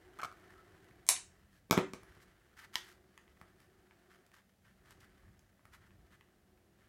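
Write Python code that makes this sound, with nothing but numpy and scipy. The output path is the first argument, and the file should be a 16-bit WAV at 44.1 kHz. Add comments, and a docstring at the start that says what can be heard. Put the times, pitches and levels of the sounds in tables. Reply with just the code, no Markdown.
"""A soft rumble and hum with faint rubbing, then close by scissors creak open, snip a thread and are laid
down with a rattle on a work table. A leather pouch is handled and turned over, its stud tapping the board.
Hits are damped modes plus noise cracks, squeaks are narrow-band noise, and rubbing is noise made of grains.
A table-top mirror colours each direct hit, and a small room answers hits and rubbing."""
import sys
import numpy as np
from scipy import signal
from scipy.fft import rfft, irfft, next_fast_len
from scipy.io import wavfile
from scipy.ndimage import uniform_filter1d

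SR = 44100
rng = np.random.default_rng(int(sys.argv[2]) if len(sys.argv) > 2 else 0)


def wrap_up_sound(samples):
    """Save the sound to the file named by the first command line argument, as 16-bit audio."""
    columns = np.atleast_2d(samples).T
    # keep every value between -1 and 1, then stretch to whole-number steps
    tamed = np.clip(columns, -1, 1)
    steps = np.round(tamed * 32767).astype(np.int16)
    wavfile.write(sys.argv[1], SR, steps)


def voltage_ratio(decibels):
    """Convert decibels (scalar or array-like) to amplitude ratios, 20 dB per decade."""
    exponent = np.asarray(decibels, float) / 20
    return 10 ** exponent


N = 303581  # length in samples


def evened(x):
    """Normalization: scales a signal to rms 1."""
    return x / np.sqrt(np.mean(x ** 2) + 1e-20)


def curve(rows):
    """Linear interpolation: each column of a timed table as a value for every sample."""
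    s, *columns = np.transpose(rows)
    return [np.interp(np.arange(N) / SR, s, column) for column in columns]


def read(points, hz, order=1):
    """Interpolation on a logarithmic frequency axis: one column of a spectrum table at hz."""
    table = np.transpose(points)
    return np.interp(np.log(hz + 1), np.log(table[0] + 1), table[order])


def add(mix, s, sound):
    """Superposition: adds a sound into the mix at time s, in place."""
    part = mix[round(s * SR):][:len(sound)]
    part += sound[:len(part)]


def coloured(x, points):
    """Linear filtering: multiplies the spectrum by a table of dB against Hz; rms 1."""
    size = next_fast_len(N)
    gain = voltage_ratio(read(points, np.fft.rfftfreq(size, 1 / SR)))
    return evened(irfft(rfft(x, size) * gain, size)[:N])


def ring(modes, detune, contact_s):
    """Modal response to an impact: damped sines, slightly detuned each blow, softened by contact time; peak 1."""
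    hz, width_hz, db = np.transpose(modes)[:, :, None]
    t = np.arange(9000) / SR
    chance = rng.uniform(-1.4, 1, (len(modes), 1))
    decay = np.exp(-np.pi * width_hz * t)  # a wide resonance dies quickly
    wave = np.sin(2 * np.pi * hz * (1 + detune * chance) * t)
    sound = (voltage_ratio(db) * width_hz * decay * wave).sum(0)
    sound = sound * (1 - np.exp(-t / contact_s))
    return sound / abs(sound).max()


def crack(low_hz, high_hz, decay_s):
    """Broadband contact transient: one impulse with a decaying gritty burst behind it; peak 1."""
    grit = 0.3  # size of the burst against the impulse, before filtering
    burst = grit * rng.standard_normal(1500) * np.exp(-np.arange(1500) / SR / decay_s)
    burst[0] = 1
    burst = signal.lfilter(*signal.butter(1, [low_hz, high_hz], "bandpass", fs=SR), burst)
    return burst / abs(burst).max()


def snip():
    """Modal impact: steel blades tick along the thread and cut it, ringing for milliseconds at each catch."""
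    # Each row: start in seconds, peak of the ring in dB; the last row is the cut.
    catches = [(1.0666, -40), (1.0772, -42.5), (1.082, -46.5), (1.0877, -36), (1.0892, -6)]
    # Resonances of the blades. Each row: frequency in Hz, width in Hz, relative spectral height in dB.
    blades = [(759, 110, -11), (1000, 130, -8), (2340, 450, -5.5), (3300, 450, -7.5), (4500, 900, -16.5),
              (5560, 10, -5), (7570, 60, -6.5), (7120, 1700, -2.5), (8770, 1800, 5), (9930, 900, -1.5),
              (11100, 1100, -4.5), (12995, 3600, -15)]
    out = np.zeros(N)
    for s, db in catches:
        add(out, s, voltage_ratio(db) * ring(blades, detune=0.0083, contact_s=0.0004))
        add(out, s, voltage_ratio(db - 5) * crack(low_hz=3780, high_hz=10980, decay_s=0.002))
    return out


def pivot():
    """Stick-slip friction: the opening pivot slips in uneven clicks that ring the handles."""
    # Each row: start in seconds, peak of the ring in dB, pitch in Hz, peak of the crack in dB.
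    slips = [(0.188, -44, 1170, -49.5), (0.193, -39, 1290, -58), (.197, -34.5, 1470, -53),
             (0.203, -35, 1520, -50.5), (0.2162, -39, 1490, -41.5), (0.222, -39.5, 1340, -49),
             (0.2315, -29, 1300, -48.5), (0.2333, -31, 1305, -39.5), (0.237, -35.5, 1290, -37),
             (0.247, -30.5, 1310, -38.5), (.254, -38.5, 735, -38.5), (.277, -50, 1300, -62),
             (0.315, -46.5, 1300, -54), (.325, -49.5, 1280, -57)]
    # Handle resonances. Each row: multiple of the pitch, width in Hz, relative spectral height in dB.
    partials = [(0.549, 150, 2), (1, 170, 10.5), (1.7, 324, -2.5)]
    out = np.zeros(N)
    for s, db, hz, crack_db in slips:
        modes = [(multiple * hz, width_hz, mode_db) for multiple, width_hz, mode_db in partials]
        add(out, s, voltage_ratio(db) * ring(modes, detune=0.01, contact_s=0.0003))
        add(out, s, voltage_ratio(crack_db) * crack(low_hz=2000, high_hz=6300, decay_s=0.0027))
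    return out


def squeak():
    """Sliding friction: steel drags on steel at the pivot, a faint whistle of narrow-band noise."""
    # Each row: middle in seconds, length in seconds, rms in dB before the swell, pitch in Hz.
    slides = [(0.447, .05, -71, 1336), (0.582, 0.092, -66.5, 1304), (1.555, .09, -77, 1700)]
    width_hz = 100
    r = np.exp(-np.pi * width_hz / SR)
    out = np.zeros(N)
    for s, length_s, db, hz in slides:
        t = np.arange(round(length_s * SR)) / SR
        a, b = rng.standard_normal((2, len(t)))
        waver = signal.lfilter([1 - r], [1, -r], a + 1j * b)
        whistle = (waver * np.exp(2j * np.pi * hz * t)).real
        swell = signal.windows.tukey(len(t), 0.6)
        add(out, s - len(t) / SR / 2, voltage_ratio(db) * evened(whistle) * swell)
    return out


def laid_down():
    """Coupled impact: scissors land and rock; the table booms, plastic handles clack and steel cracks."""
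    # Each row: start in seconds, then before the high-pass the peak of the boom in dB and of the handle
    # in dB, handle pitch in Hz, peak of the crack in dB.
    knocks = [(1.698, -44, -56, 1190, -58.5), (1.710, -15.5, -17, 1236, -10.5),
              (1.7275, -27.5, -16.5, 681, -26), (1.771, -27.5, -28, 880, -37.5),
              (1.7764, -13, -19.5, 1000, -26.5), (1.782, -35.5, -30, 1280, -33.5),
              (1.787, -34.5, -29, 1280, -38.5), (1.863, -44.5, -49, 1040, -67),
              (1.935, -34.5, -38, 1190, -36.5)]
    # Table-top resonances. Each row: frequency in Hz, width in Hz, relative spectral height in dB.
    table_modes = [(203, 81, -5), (285.6, 72, -0.5), (380, 55, 2), (475.5, 69, -4.5), (560, 51, -10)]
    out = np.zeros(N)
    for s, boom_db, handle_db, hz, crack_db in knocks:
        handle = [(hz, 200, 0), (1.3 * hz, 200, -4), (1.93 * hz, 300, -3), (3.2 * hz, 700, -11)]
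        add(out, s, voltage_ratio(boom_db) * ring(table_modes, detune=0.0076, contact_s=0.002))
        add(out, s, voltage_ratio(handle_db) * ring(handle, detune=0.01, contact_s=0.00033))
        add(out, s, voltage_ratio(crack_db) * crack(low_hz=1800, high_hz=6100, decay_s=0.00092))
    # a small table radiates little below its lowest mode
    return signal.lfilter(*signal.butter(2, 80, "highpass", fs=SR), out)


def stud():
    """Modal impact: a small metal stud scrapes, then taps the wooden board."""
    # Each row: start in seconds, peak in dB.
    taps = [(2.735, -51), (2.744, -51), (2.749, -52.5), (2.756, -15)]
    # Resonances of stud on board. Each row: frequency in Hz, width in Hz, relative spectral height in dB.
    stud_modes = [(999, 44, 1.5), (2210, 760, 2), (1885, 12, 7), (3360, 1100, 9.5), (3950, 62, -7),
                  (4650, 2300, 8), (8100, 240, -10.5), (12000, 1400, -7)]
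    out = np.zeros(N)
    for s, db in taps:
        add(out, s, voltage_ratio(db) * ring(stud_modes, detune=0.01, contact_s=0.0003))
    return out


def ticks():
    """Sudden release of strain: stiff leather and stitches click under the fingers and push the board."""
    # Each row: start in seconds, peak of the ring in dB, pitch in Hz, crack in dB relative to the ring.
    clicks = [(0.844, -61.5, 2140, 2), (0.911, -55, 1590, -17), (1.164, -32.5, 3000, -17.5),
              (2.033, -47, 1083, -6), (2.168, -51.5, 1090, -16), (2.642, -54, 1680, -1),
              (3.177, -43, 1970, -6.5), (3.279, -54.5, 2050, -21), (3.399, -67, 3000, 1),
              (3.414, -40.5, 1280, -12), (3.603, -55.5, 1637, -0.5), (3.91, -49, 1650, -26),
              (4.265, -61.5, 1490, 4), (4.317, -54.5, 1860, -6), (4.908, -51, 1112, 1),
              (5.235, -58.5, 1110, -19.5), (5.393, -61, 1580, 5.5), (5.594, -56.5, 1144, -20.5),
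              (5.654, -46, 1330, -9), (5.907, -55, 1838, -29), (6.21, -49.5, 1975, -13),
              (6.287, -60.5, 1260, -15), (6.576, -60.5, 1660, -15.5)]
    out = np.zeros(N)
    for s, db, hz, treble_db in clicks:
        # deeper clicks push the board harder: -5.5 dB at 1 kHz, -17 dB per octave upwards
        thump_db = -5.5 - 17 * np.log2(hz / 1000)
        leather = [(hz, 400, 0), (0.62 * hz, 400, -5), (1.3 * hz, 600, -5), (1.4 * hz, 900, -9)]
        board = [(89.7, 150, -6), (174, 110, 3.5)]
        add(out, s, voltage_ratio(db) * ring(leather, detune=0.02, contact_s=0.00057))
        add(out, s, voltage_ratio(db + treble_db) * crack(low_hz=3000, high_hz=10900, decay_s=0.0014))
        add(out, s, voltage_ratio(db + thump_db) * ring(board, detune=0.056, contact_s=0.0022))
    return out


def rubbing():
    """Granular friction: tiny catches of skin on grain come in clumps, ring the leather and hiss."""
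    # Hands resting and shifting on the leather. Each row: time in seconds, body level in dB.
    resting = [(0.0, -71), (0.428, -68), (0.832, -71), (1.05, -75), (1.4, -75.5), (1.69, -86), (2.0, -71),
               (2.094, -67.5), (2.382, -75.5), (2.95, -77.5), (4.0, -76), (4.26, -78), (4.6, -88),
               (4.85, -73.5), (5.24, -75.5), (5.6, -83.5), (5.8, -78), (6.13, -78), (6.3, -82.5),
               (6.88, -83.5)]
    # Quick single strokes. Each row: middle in seconds, length in seconds, body added in dB, hiss added in dB.
    strokes = [(1.557, 0.11, -85, -80), (2.227, 0.056, -84.5, -75.5), (2.598, 0.081, -61, -67.5),
               (2.641, 0.051, -59.5, -69), (2.748, 0.048, -61, -62), (2.777, 0.083, -66, -62),
               (2.856, 0.26, -67.5, -69.5), (3.622, 0.14, -86, -87), (4.129, 0.1, -71.5, -79.5),
               (4.345, 0.026, -72, -73.5), (4.37, 0.099, -70.5, -78.5), (4.498, 0.018, -85, -85),
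               (4.679, 0.12, -73.5, -86.5), (4.876, 0.059, -75, -85.5), (4.915, 0.055, -70.5, -72.5),
               (5.007, 0.019, -80.5, -68), (5.034, 0.06, -69.5, -77), (5.743, 0.062, -65, -71),
               (5.848, 0.1, -75.5, -89.5), (6.136, 0.076, -70, -80.5), (6.833, 0.19, -78.5, -88.5)]
    # Spectrum of the leather body. Each row: frequency in Hz, relative density in dB per Hz.
    leather = [(500, -33), (850, -8), (1150, -0.5), (1300, 0.5), (1500, 1.5), (1780, 2.5), (2050, -1),
               (2600, -13.5), (3050, -9.5), (3500, -17.5), (4500, -24.5), (6500, -44)]
    # Spectrum of the hiss. Each row: frequency in Hz, relative density in dB per Hz.
    hiss_spectrum = [(1470, -35.5), (2500, -3), (4680, -1), (5570, -1.5), (6850, -3), (14100, -8),
                     (15500, -16)]
    grains_per_s, grain_spread_db = 5000, -2.1

    level_db, = curve(resting)
    body = voltage_ratio(level_db)
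    # hiss is -86.5 dB at a body level of -77 dB and follows 0.88 of each change
    hiss = voltage_ratio(-86.5 + 0.88 * (level_db + 77))
    for s, length_s, body_db, hiss_db in strokes:
        swell = signal.windows.tukey(round(length_s * SR), 0.8)
        start_s = s - len(swell) / SR / 2
        add(body, start_s, voltage_ratio(body_db) * swell)
        add(hiss, start_s, voltage_ratio(hiss_db) * swell)

    # noise smoothed twice makes neighbouring grains strong or weak together
    clumps = uniform_filter1d(rng.standard_normal(N), size=300)
    clumps = evened(uniform_filter1d(clumps, size=300))
    sizes = voltage_ratio(grain_spread_db * np.minimum(rng.exponential(1, N), 3) + 2 * clumps)
    present = rng.random(N) < grains_per_s / SR
    grains = evened(rng.standard_normal(N) * sizes * present)
    grains = grains + 0.4 * rng.standard_normal(N)
    return body * coloured(grains, leather) + hiss * coloured(grains, hiss_spectrum)


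def background():
    """Stationary and modulated noise: low rumble, a fuzzy wavering hum and the steady air of the room."""
    # Each row: time in seconds, rumble level in dB, hum gain in dB.
    levels = [(0.0, -69, -66.5), (0.978, -67, -68.5), (1.332, -69.5, -75), (1.6, -68, -93.5),
              (2.05, -66, -69), (2.45, -71.5, -78.5), (2.75, -70.5, -73.5), (2.94, -72, -71),
              (3.19, -72.5, -77), (3.5, -70, -75), (4.2, -76, -73.5), (4.5, -76, -92.5), (4.98, -66, -71),
              (5.13, -70.5, -77.5), (5.26, -63, -76.5), (5.55, -74, -85.5), (5.91, -64.5, -75.5),
              (6.03, -63, -75), (6.21, -74, -78.5), (6.88, -71.5, -76)]
    # Bands of the hum. Each row: multiple of the hum frequency, width in Hz, rms in dB before the hum gain.
    hum_orders = [(1, 34.94, 0.5), (1.95, 107.2, -6.5)]
    # Spectrum of the rumble. Each row: frequency in Hz, relative density in dB per Hz.
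    rumble_spectrum = [(15, -40.5), (25, -13), (37, -1), (86, 0.5), (167, -9), (194, -4.5), (223, -24.5),
                       (270, -16), (320, -11.5), (420, -43), (700, -120)]
    # Spectrum of the air. Each row: frequency in Hz, relative density in dB per Hz.
    air_spectrum = [(120, -12), (200, -1), (310, -16.5), (618, -12.5), (742, -16), (1090, -26.5),
                    (2020, -26.5), (2750, -25.5), (3070, -27.5), (15500, -32)]
    hum_hz, air_db = 365, -74

    rumble_db, hum_db = curve(levels)
    turns = hum_hz * np.arange(N) / SR
    hum = np.zeros(N)
    for multiple, width_hz, db in hum_orders:
        r = np.exp(-np.pi * width_hz / SR)
        noise = rng.standard_normal(N) + 1j * rng.standard_normal(N)
        waver = signal.lfilter([1 - r], [1, -r], noise)
        hum += voltage_ratio(db) * evened((waver * np.exp(2j * np.pi * multiple * turns)).real)
    rumble = coloured(rng.standard_normal(N), rumble_spectrum)
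    air = coloured(rng.standard_normal(N), air_spectrum)
    return voltage_ratio(rumble_db) * rumble + voltage_ratio(hum_db) * hum + voltage_ratio(air_db) * air


def bounce(x, delay_s, db):
    """Image source: the table top mirrors a source held above it, a comb on the direct sound only."""
    lag = round(delay_s * SR)
    return x + voltage_ratio(db) * np.concatenate([np.zeros(lag), x[:N - lag]])


def room(x):
    """Reverberation: near echoes and sparse random taps whose bands decay at their own speed."""
    # Each row: frequency in Hz, time to fall 60 dB in seconds, relative starting level in dB.
    decays = [(150, 0.43, -7.5), (500, 0.19, 0.5), (1501, 0.28, 1.5), (4000, 0.26, -0.5), (8000, 0.29, -1),
              (14000, 0.073, 6.5)]
    # Nearest surfaces. Each row: delay in seconds, level in dB.
    echoes = [(.0045, -11), (.009, -12.5), (.012, -17.5), (.016, -20)]
    impulses = np.zeros(SR // 2)
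    at = np.arange(320, len(impulses) - 12, 12)
    impulses[at + rng.integers(0, 12, len(at))] = rng.choice([-1., 1.], len(at))
    hz, t, z = signal.stft(impulses, SR, nperseg=256)
    t60 = read(decays, hz)[:, None]
    start_db = read(decays, hz, order=2)[:, None]
    tail = signal.istft(z * voltage_ratio(start_db - 60 * t / t60), SR, nperseg=256)[1]
    tail *= voltage_ratio(-2) / np.linalg.norm(tail)
    for s, db in echoes:
        add(tail, s, voltage_ratio(np.array([db])))
    return signal.oaconvolve(x, tail)[:N]


def scene():
    """Superposition of direct and reverberant sound: each hit has its own mirror and share of the room."""
    # Each row: sound, mirror delay in seconds, mirror level in dB, room send in dB.
    hits = [(snip(), 0.00092, -4, 0.1), (pivot(), 0.00092, -5, -9), (laid_down(), 0.00088, -9, -3),
            (stud(), 0.00097, -3, -7), (ticks(), 0.0009, -8, -4)]
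    rubs = rubbing() + squeak()
    direct = rubs + sum(bounce(x, delay_s, db) for x, delay_s, db, _ in hits)
    sent = voltage_ratio(-10.5) * rubs + sum(voltage_ratio(room_db) * x for x, _, _, room_db in hits)
    return (direct + room(sent) + background())[None]


def band_limit(x):
    """A steep low-pass at the top of the band."""
    return signal.sosfilt(signal.butter(12, 16480, fs=SR, output="sos"), x)


def record(dry):
    """Band limiting: the microphone loses the deepest bass and a steep low-pass ends the treble."""
    low_hz, edge_hz = 43, 16300
    thinned = signal.lfilter(*signal.butter(2, low_hz, "highpass", fs=SR), dry)
    edge = signal.firwin(255, edge_hz, window=("kaiser", 9), fs=SR)
    mix = signal.oaconvolve(thinned, edge[None], "same")
    return band_limit(mix)


dry = scene()
out = record(dry)
wrap_up_sound(out)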